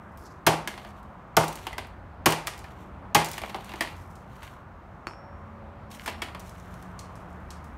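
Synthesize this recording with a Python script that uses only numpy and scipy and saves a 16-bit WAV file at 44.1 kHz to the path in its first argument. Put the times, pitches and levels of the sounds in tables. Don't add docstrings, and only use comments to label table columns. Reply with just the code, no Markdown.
import sys
import numpy as np
from scipy import signal
from scipy.fft import rfft, irfft, next_fast_len
from scipy.io import wavfile
from scipy.ndimage import uniform_filter1d

SR = 44100
rng = np.random.default_rng(int(sys.argv[2]) if len(sys.argv) > 2 else 0)


def pcm_store(signal):
    levels = np.round(np.clip(np.atleast_2d(signal), -1, 1) * 32767)
    wavfile.write(sys.argv[1], SR, levels.astype(np.int16).T)


def ratio(d):
    e = np.asarray(d, float) / 20
    return 10 ** e


N = 342963
TIME = np.arange(N) / SR


def unit(x):
    return x / np.sqrt(np.mean(x ** 2))


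def curve(table, column):
    rows = np.array(table)
    return np.interp(TIME, rows[:, 0], rows[:, column])


def between_ends(table):
    return (TIME >= table[0][0]) & (TIME <= table[-1][0])


def walk(rate):
    hold = int(SR / rate)
    steps = np.repeat(rng.standard_normal(N // hold + 1), hold)
    return 1.3 * uniform_filter1d(uniform_filter1d(steps, hold), hold)[:N]


def ring(x, hz, width):
    return signal.lfilter(*signal.iirpeak(hz, hz / width, fs=SR), x)


def body(x, modes):
    rings = sum((-1) ** k * ratio(db) * ring(x, hz, width) for k, (hz, width, db) in enumerate(modes))
    top_hz = min(1.8 * modes[-1][0], .4 * SR)
    return signal.lfilter(*signal.butter(2, top_hz, fs=SR), rings)


def chime(at_s, modes, rise_s):
    out, start = np.zeros(N), int(at_s * SR)
    longest_s = max(mode[2] for mode in modes)
    t = TIME[:min(int(1.5 * SR * longest_s) + 500, N - start)]
    rings = sum(ratio(db) * np.sin(2 * np.pi * hz * t) * 1000. 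** (-t / max(t60, .005))
                for hz, db, t60 in modes)
    out[start:start + len(t)] = (1 - np.exp(-t / rise_s)) * rings
    return out


def contact(s, db, draw, length_s, rise_s, hold, modes):
    t = TIME[:draw.shape[-1]]
    attack = 1 - np.exp(-(t + 1 / SR) / rise_s)
    decay = np.exp(-(t / max(length_s, 2e-4)) ** hold)
    cracks = body(draw[0] * ratio(3.8 * draw[1]) * attack * decay, modes)
    click = body(1. * (t == 0), modes)
    pair = np.array([cracks / np.linalg.norm(cracks), click / np.linalg.norm(click)])
    strength = ratio(db) * np.sqrt(SR / 100)
    lead_s = .0004
    return int((s - lead_s) * SR), strength * pair


# centre in Hz, width in Hz, level in dB.
BOARD_MODES = [(216, 120, -10), (340, 130, -2), (500, 175, -1.5), (637, 229, 0.5), (853, 210, 3),
               (1170, 464, -4)]
# centre in Hz, width in Hz, level in dB.
SHELL_MODES = [(1578, 410, 8.5), (2127, 630, 10), (2970, 820, 6.5), (4570, 1400, -2)]
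# centre in Hz, width in Hz, level in dB.
EDGE_MODES = [(5130, 990, 10), (7500, 7300, 5.5), (9700, 2230, 9.5), (12400, 3100, -2)]


def knocks(table, hold, rise_s, stretch, trims_db):
    size = SR // 8
    out = np.zeros((2, N + size))
    draws = rng.standard_normal((len(table), 3, 2, size))
    for (s, *layer_db, length), draw in zip(table, draws):
        for k, modes in enumerate((BOARD_MODES, SHELL_MODES, EDGE_MODES)):
            db, length_s = layer_db[k] + trims_db[k], length * stretch[k]
            i, sound = contact(s, db, draw[k], length_s, rise_s[k], hold, modes)
            out[:, i:i + size] += sound
    return out[:, :N]


# start in seconds, board thump in dB, shell in dB, splinters in dB,
# crushing time in seconds.
BLOWS = [
    (0.4656, -13.5, -18.5, -21, 0.018),
    (1.3675, -13, -20, -21.5, 0.0092),
    (2.2585, -14.5, -17.5, -20, 0.012),
    (3.1471, -15, -16, -20, 0.017),
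]


def hammer_blows():
    return knocks(BLOWS, 1.5, (.0025, .0005, .0003), (1.1, .9, .6), (.6, .4, .4))


# start in seconds, peak in dB, pitch in Hz, t60 in seconds.
THUMPS = [(0.468, -14.5, 400, 0.14), (0.469, -19, 808, 0.19), (1.37, -17.5, 540, 0.13),
          (1.37, -14.5, 450, 0.12), (1.37, -19, 661, 0.13), (2.263, -17, 310, 0.17), (2.263, -20, 700, .15),
          (3.15, -20.5, 229, 0.15), (3.148, -13.5, 830, .24), (3.148, -18, 2090, 0.14)]


def board_thumps():
    return sum(chime(s, [(hz, db - 2.5, t60)], .003) for s, db, hz, t60 in THUMPS)


# pitch in Hz, level in dB, t60 in seconds.
SLAB_MODES = [(159.1, -21.5, 0.42), (119, -21.5, 0.19), (79, -31, 0.27)]


def slab_booms():
    return sum(ratio(db - BLOWS[0][1]) * chime(s, SLAB_MODES, 0.0059) for s, db, *_ in BLOWS)


def landings(table, rattle_s, ring_db):
    rows = [(s, db + 0.7 - hard_db, db, db - 9.5 + hard_db, rattle_s) for s, db, hard_db, _ in table]
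    rings = sum(chime(s, [(hz, db + ring_db, 0.033)], 0.00024) for s, db, _, hz in table)
    return knocks(rows, 0.79, (.0004, .0002, .0001), (.9, .95, .7), (.3, .3, .3)), rings


# start in seconds, shell in dB, hardness in dB,
# ring in Hz (near 0 when it lands dead).
PIECES = [(0.675, -33, 5, 1661.5), (0.777, -44.5, -2.5, 2041), (0.848, -49, -4, 1101),
          (1.668, -35.5, 1, 914.5), (1.729, -46.5, 2, 643.5), (1.781, -34.5, 1, 958.5),
          (2.322, -30.5, 7.5, 0), (2.471, -32.5, 8.5, 2), (2.478, -40.5, 0.5, 1247), (2.642, -50, 0, 0),
          (3.38, -36.5, 3.5, 0), (3.417, -41, 1.5, 651), (3.436, -41, -6, 643), (3.495, -44.5, 1, 0),
          (3.545, -38, -6, 1042), (3.56, -50, 5, 0), (3.693, -47, -1, -3), (3.718, -46.5, -4, 0),
          (3.737, -41.5, -3, 1000), (3.808, -27.5, 2.5, 1896), (3.822, -37, 3, 0), (4.43, -48, 1.5, 0),
          (6.348, -43.5, -2, 1131.5)]


def bouncing_pieces():
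    return landings(PIECES, rattle_s=0.0041, ring_db=9)


# start in seconds, shell in dB, hardness in dB, ring in Hz.
LAYING = [
    (6.06, -37, 3.5, 1430),
    (6.077, -33.5, 0, 894),
    (6.219, -33, 2, 2240),
]


def laying_hammer():
    return landings(LAYING, rattle_s=0.01, ring_db=5)


# start in seconds, peak in dB, pitch in Hz, t60 in seconds.
TAPS = [(5.0701, -12.5, 1300, 0.0047), (5.0705, -27, 340, 0.024), (5.0699, -21, 2460, .005),
        (3.812, -30, 334, 0.055), (3.2, -33, 230, 0.049), (1.729, -33, 2000, .035),
        (6.1, -38, 1230, 0.0074), (3.5, -36.5, 1950, .012), (3.607, -42, 3700, .008),
        (3.2, -29, 2600, .012), (3.693, -37, 2750, 0.034), (3.693, -46, 3300, .02),
        (3.436, -27, 2320, 0.022), (6.221, -28, 3300, 0.033), (6.085, -29.5, 2700, .03),
        (6.992, -34, 4300, 0.011), (2.645, -36.5, 1800, 0.027), (3.2, -45, 2800, .02),
        (3.8, -41, 2300, .02)]


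def hard_taps():
    return sum(chime(s, [(hz, db, t60)], 0.00024) for s, db, hz, t60 in TAPS)


# pitch in Hz, level in dB, t60 in seconds.
STEEL_MODES = [(4450, -38, .04), (4450, -57, .2), (5163, -53, .3), (5470, -64, .5), (5486, -56, .8),
               (7400, -62, .12), (9600, -66, .12)]
# start in seconds, level in dB.
STEEL_TAPS = [
    (5.070, 0),
    (6.085, -5),
]


def steel_head():
    return sum(ratio(db) * chime(s, STEEL_MODES, 0.00029) for s, db in STEEL_TAPS)


def ticks(table):
    size = SR // 20
    out = np.zeros((2, N + size))
    draws = rng.standard_normal((len(table), 2, size))
    for (s, db, hz, length), draw in zip(table, draws):
        modes = [(hz, hz / 0.82, 0), (11000, 8000, -9)]
        i, sound = contact(s, db + .3, draw, length, .0001, 0.69, modes)
        out[:, i:i + size] += sound
    return out[:, :N]


# start in seconds, level in dB, centre in Hz.
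CHIPS = [(0.89, -65, 6000), (1.03, -67, 8950), (1.441, -43, 12000), (1.447, -48, 8000),
         (1.481, -38.5, 8970), (1.527, -49, 9000), (1.556, -43, 10000), (1.591, -58, 7000),
         (1.87, -61.9, 11200), (2.306, -35, 11000), (2.466, -55, 12000), (2.578, -53, 11000),
         (2.591, -52, 6060), (3.246, -35.5, 8900), (3.259, -41, 8500), (3.286, -43, 11000),
         (3.315, -39.5, 11000), (3.333, -44, 7000), (3.342, -52, 7000), (3.645, -53, 9000),
         (3.758, -54, 4940)]


def splinters():
    return ticks([(*row, .0022) for row in CHIPS])


# start in seconds, level in dB, centre in Hz,
# rattle time in seconds.
CREAKS = [(0.174, -57, 11870, .0025), (4.155, -58.5, 6000, .008), (4.366, -64.5, 12050, .0016),
          (5.914, -53, 4970, 0.002), (6.396, -51, 9000, .0022), (6.402, -52.5, 7000, 0.0016),
          (6.473, -60, 9000, .002), (6.494, -53, 7500, 0.0013), (6.599, -59, 5940, .002),
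          (6.741, -59, 8000, .002), (6.826, -57, 8000, 0.0014), (6.992, -45, 5500, 0.0056),
          (5.0698, -52.5, 5950, .0008), (7.505, -46.5, 4500, .008), (7.329, -69, 8000, .0015),
          (7.155, -57, 6460, 0.011), (7.642, -60, 8000, .012)]


def creaks():
    return ticks(CREAKS)


# centre in Hz, width in Hz, level in dB.
CLOTH_MODES = [(2103, 1700, 5), (4700, 2300, -3)]


def rubbing_textures():
    grain = rng.standard_normal(N) * ratio(2.5 * walk(300) + 2.5 * walk(40))
    bright, dull = unit(body(grain, EDGE_MODES)), unit(body(grain, CLOTH_MODES))
    crumbs = (rng.random(N) < 150 / SR) * rng.standard_normal(N) * ratio(5.9 * rng.standard_normal(N))
    crumb_modes = [(hz, width / 3.0, db) for hz, width, db in SHELL_MODES]
    return grain, bright, dull + ratio(-2) * unit(body(crumbs, crumb_modes))


# start in seconds, held for seconds, level in dB, slowing in
# dB per second (negative when it grows), dull share in dB.
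SLIDES = [(0.0, .17, -79, 1, -7), (.175, 0.081, -62, -20, -11.5), (.7, .28, -64, 28, 5.5),
          (1.5, 0.17, -60.5, -2, 6.5), (2.5, 0.35, -65, 20, 4), (3.3, 0.6, -58, 10, 6),
          (3.9, 0.29, -63.5, 32, -10), (4.2, 0.4, -79, -3, 6), (6.15, .65, -68.5, -6, 1),
          (6.85, 0.94, -75.5, 0.5, -4.5)]


def sliding(bright, dull):
    out = np.zeros(N)
    for s, length, db, slowing, dull_db in SLIDES:
        t = TIME - s
        fall_db = slowing * np.clip(t, 0, length) + 200.5 * np.maximum(t - length, 0)
        out += np.clip(t / .007, 0, 1) * ratio(db - fall_db) * (bright + ratio(dull_db) * dull)
    return out


# time in seconds, level in dB, dull share in dB.
SCRAPE = [(5.903, -54, -2), (5.93, -52, 1.5), (5.99, -54, -3), (6.05, -55, -1), (6.10, -47, -8),
          (6.14, -66, 0)]
# time in seconds, level in dB, dull share in dB.
PICKUP = [(4.26, -87, 3), (4.36, -74, 5), (4.43, -62, 5), (4.47, -64, 6), (4.52, -66.5, 3), (4.58, -81, 0)]


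def handling(bright, dull):
    out = np.zeros(N)
    for rows in (SCRAPE, PICKUP):
        fade = uniform_filter1d(1. * between_ends(rows), 300)
        out += fade * ratio(curve(rows, 1)) * (bright + ratio(curve(rows, 2)) * dull)
    return out


# time in seconds, level in dB.
SWISH = [(.17, -84), (.235, -70), (.258, -49.5), (.3, -61.5), (.42, -79)]


def sleeve_swish(grain):
    airy = unit(ring(ring(grain, 5700.0, 3900.0), 5800.0, 4700.0))
    return between_ends(SWISH) * ratio(curve(SWISH, 1)) * airy


# delay in seconds, level in dB.
ECHOES = [(.009, -8), (0.017, -14.5), (0.027, -17.5), (.040, -14), (.065, -14.5)]
# band centre in Hz, level in dB, t60 in seconds.
WALLS = [(128.8, -30, 0.45), (250, -34, 0.46), (470, -34.5, 0.52), (1000, -36, 0.51), (2000, -37.5, 0.51),
         (4140, -33.5, 0.39), (8000, -33, 0.29), (14000, -36.5, 0.15)]


def garage(near, send):
    t = TIME[:int(.9 * SR)]
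    noise = rng.standard_normal((len(WALLS), len(t)))
    tail = sum(ratio(db) * ring(ring(n, hz, hz), hz, hz) * 1000. ** (-t / t60)
               for n, (hz, db, t60) in zip(noise, WALLS))
    early = np.zeros(len(t))
    for s, db in ECHOES:
        early[int(s * SR)] = ratio(db)
    echoes = signal.fftconvolve(near, ring(early, 820.0, 3000.0))[:N]
    reverb = signal.fftconvolve(send, tail * (1 - np.exp(-t / 0.0009)))[:N]
    return near + echoes + reverb


def engine(passes, wander_hz):
    drift, swell = np.cumsum(wander_hz * walk(22)) / SR, 1.8 * walk(13)
    out = np.zeros(N)
    for s, length, hz, db in passes:
        near = np.clip(np.minimum(TIME - s, s + length - TIME) / .1 + .5, 0, 1)
        out += near * ratio(db + 2.5) * np.sin(2 * np.pi * (hz * TIME + drift))
    return out * ratio(swell)


# start in seconds, heard for seconds, pitch in Hz, level in dB.
LOW_NOTE = [(.05, .4, 75.3, -53.5), (1.55, .7, 89.6, -50.5), (2.6, .55, 88, -57), (3.9, 0.36, 86.5, -46),
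            (4.35, .65, 87, -53.5), (5.25, 0.54, 85, -49.5), (6.0, .9, 82, -52.5), (7.3, .6, 76, -45.5)]
# start in seconds, heard for seconds, pitch in Hz, level in dB.
HIGH_NOTE = [(0.0, 0.14, 215, -52), (.62, 0.47, 200.5, -52.5), (2.8, 0.41, 190, -52),
             (3.47, 0.46, 196, -51.5), (5.45, .8, 214, -52), (6.3, 1.3, 182, -51.5)]
# start in seconds, heard for seconds, pitch in Hz, level in dB.
WHINE = [(5.12, .76, 562, -56.5)]


def passing_engines():
    return engine(LOW_NOTE, 2.3) + engine(HIGH_NOTE, 3.2) + engine(WHINE, 3.02)


# time in seconds, rumble in dB, tyre roar in dB.
STREET = [(0, -49.5, -48), (1.2, -48, -47), (2.2, -46.5, -47.5), (3, -46, -46), (4, -47, -47.5),
          (4.8, -49.5, -48), (5.6, -47.5, -47), (6.5, -46, -46), (7.2, -45, -45), (7.78, -46, -46)]
# frequency in Hz, level in dB per Hz.
STREET_COLOUR = [(24, -18), (56, -1.5), (220, -10.5), (450, -21), (700, -16.5), (1170, -16.5),
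                 (4870, -51.5), (15500, -63)]


def street():
    hz, db = np.transpose(STREET_COLOUR)
    size = next_fast_len(N)
    f = np.maximum(np.fft.rfftfreq(size, 1 / SR), 1)
    shaped = rfft(rng.standard_normal(size)) * ratio(np.interp(np.log(f), np.log(hz), db))
    parts = [0, 0]
    for centre in 25 * 2 ** np.arange(0, 10, .5):
        slot = np.cos(np.pi * np.clip(np.log2(f / centre), -.5, .5)) ** 2
        parts[int(centre > 300)] += irfft(shaped * slot, size)[:N] * ratio(1.0 * walk(6))
    rumble, roar = unit(parts[0]), unit(parts[1])
    return ratio(curve(STREET, 1)) * rumble + ratio(curve(STREET, 2) - 2.0) * roar


def scene():
    pieces, clacks = bouncing_pieces()
    laying, clanks = laying_hammer()
    clacks = clacks + clanks + hard_taps()
    direct, send = hammer_blows() + pieces + laying + splinters() + creaks()
    near = garage(direct + clacks, send + ratio(-9.5) * clacks)
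    near = near + board_thumps() + slab_booms() + steel_head()
    grain, bright, dull = rubbing_textures()
    near = near + sliding(bright, dull) + handling(bright, dull) + sleeve_swish(grain)
    return (near + street() + passing_engines())[None]


def top_cut(x):
    return signal.sosfilt(signal.butter(12, 16840, fs=SR, output="sos"), x)


def record(dry):
    port = dry - 0.37 * ring(dry, 10600., 920.0)
    lean = signal.sosfilt(signal.butter(3, 34, "high", fs=SR, output="sos"), port)
    soft = .62 * np.tanh(lean / .62)
    mix = signal.sosfilt(signal.ellip(8, .2, 40, 15700, fs=SR, output="sos"), soft)
    return top_cut(mix)


dry = scene()
out = record(dry)
pcm_store(out)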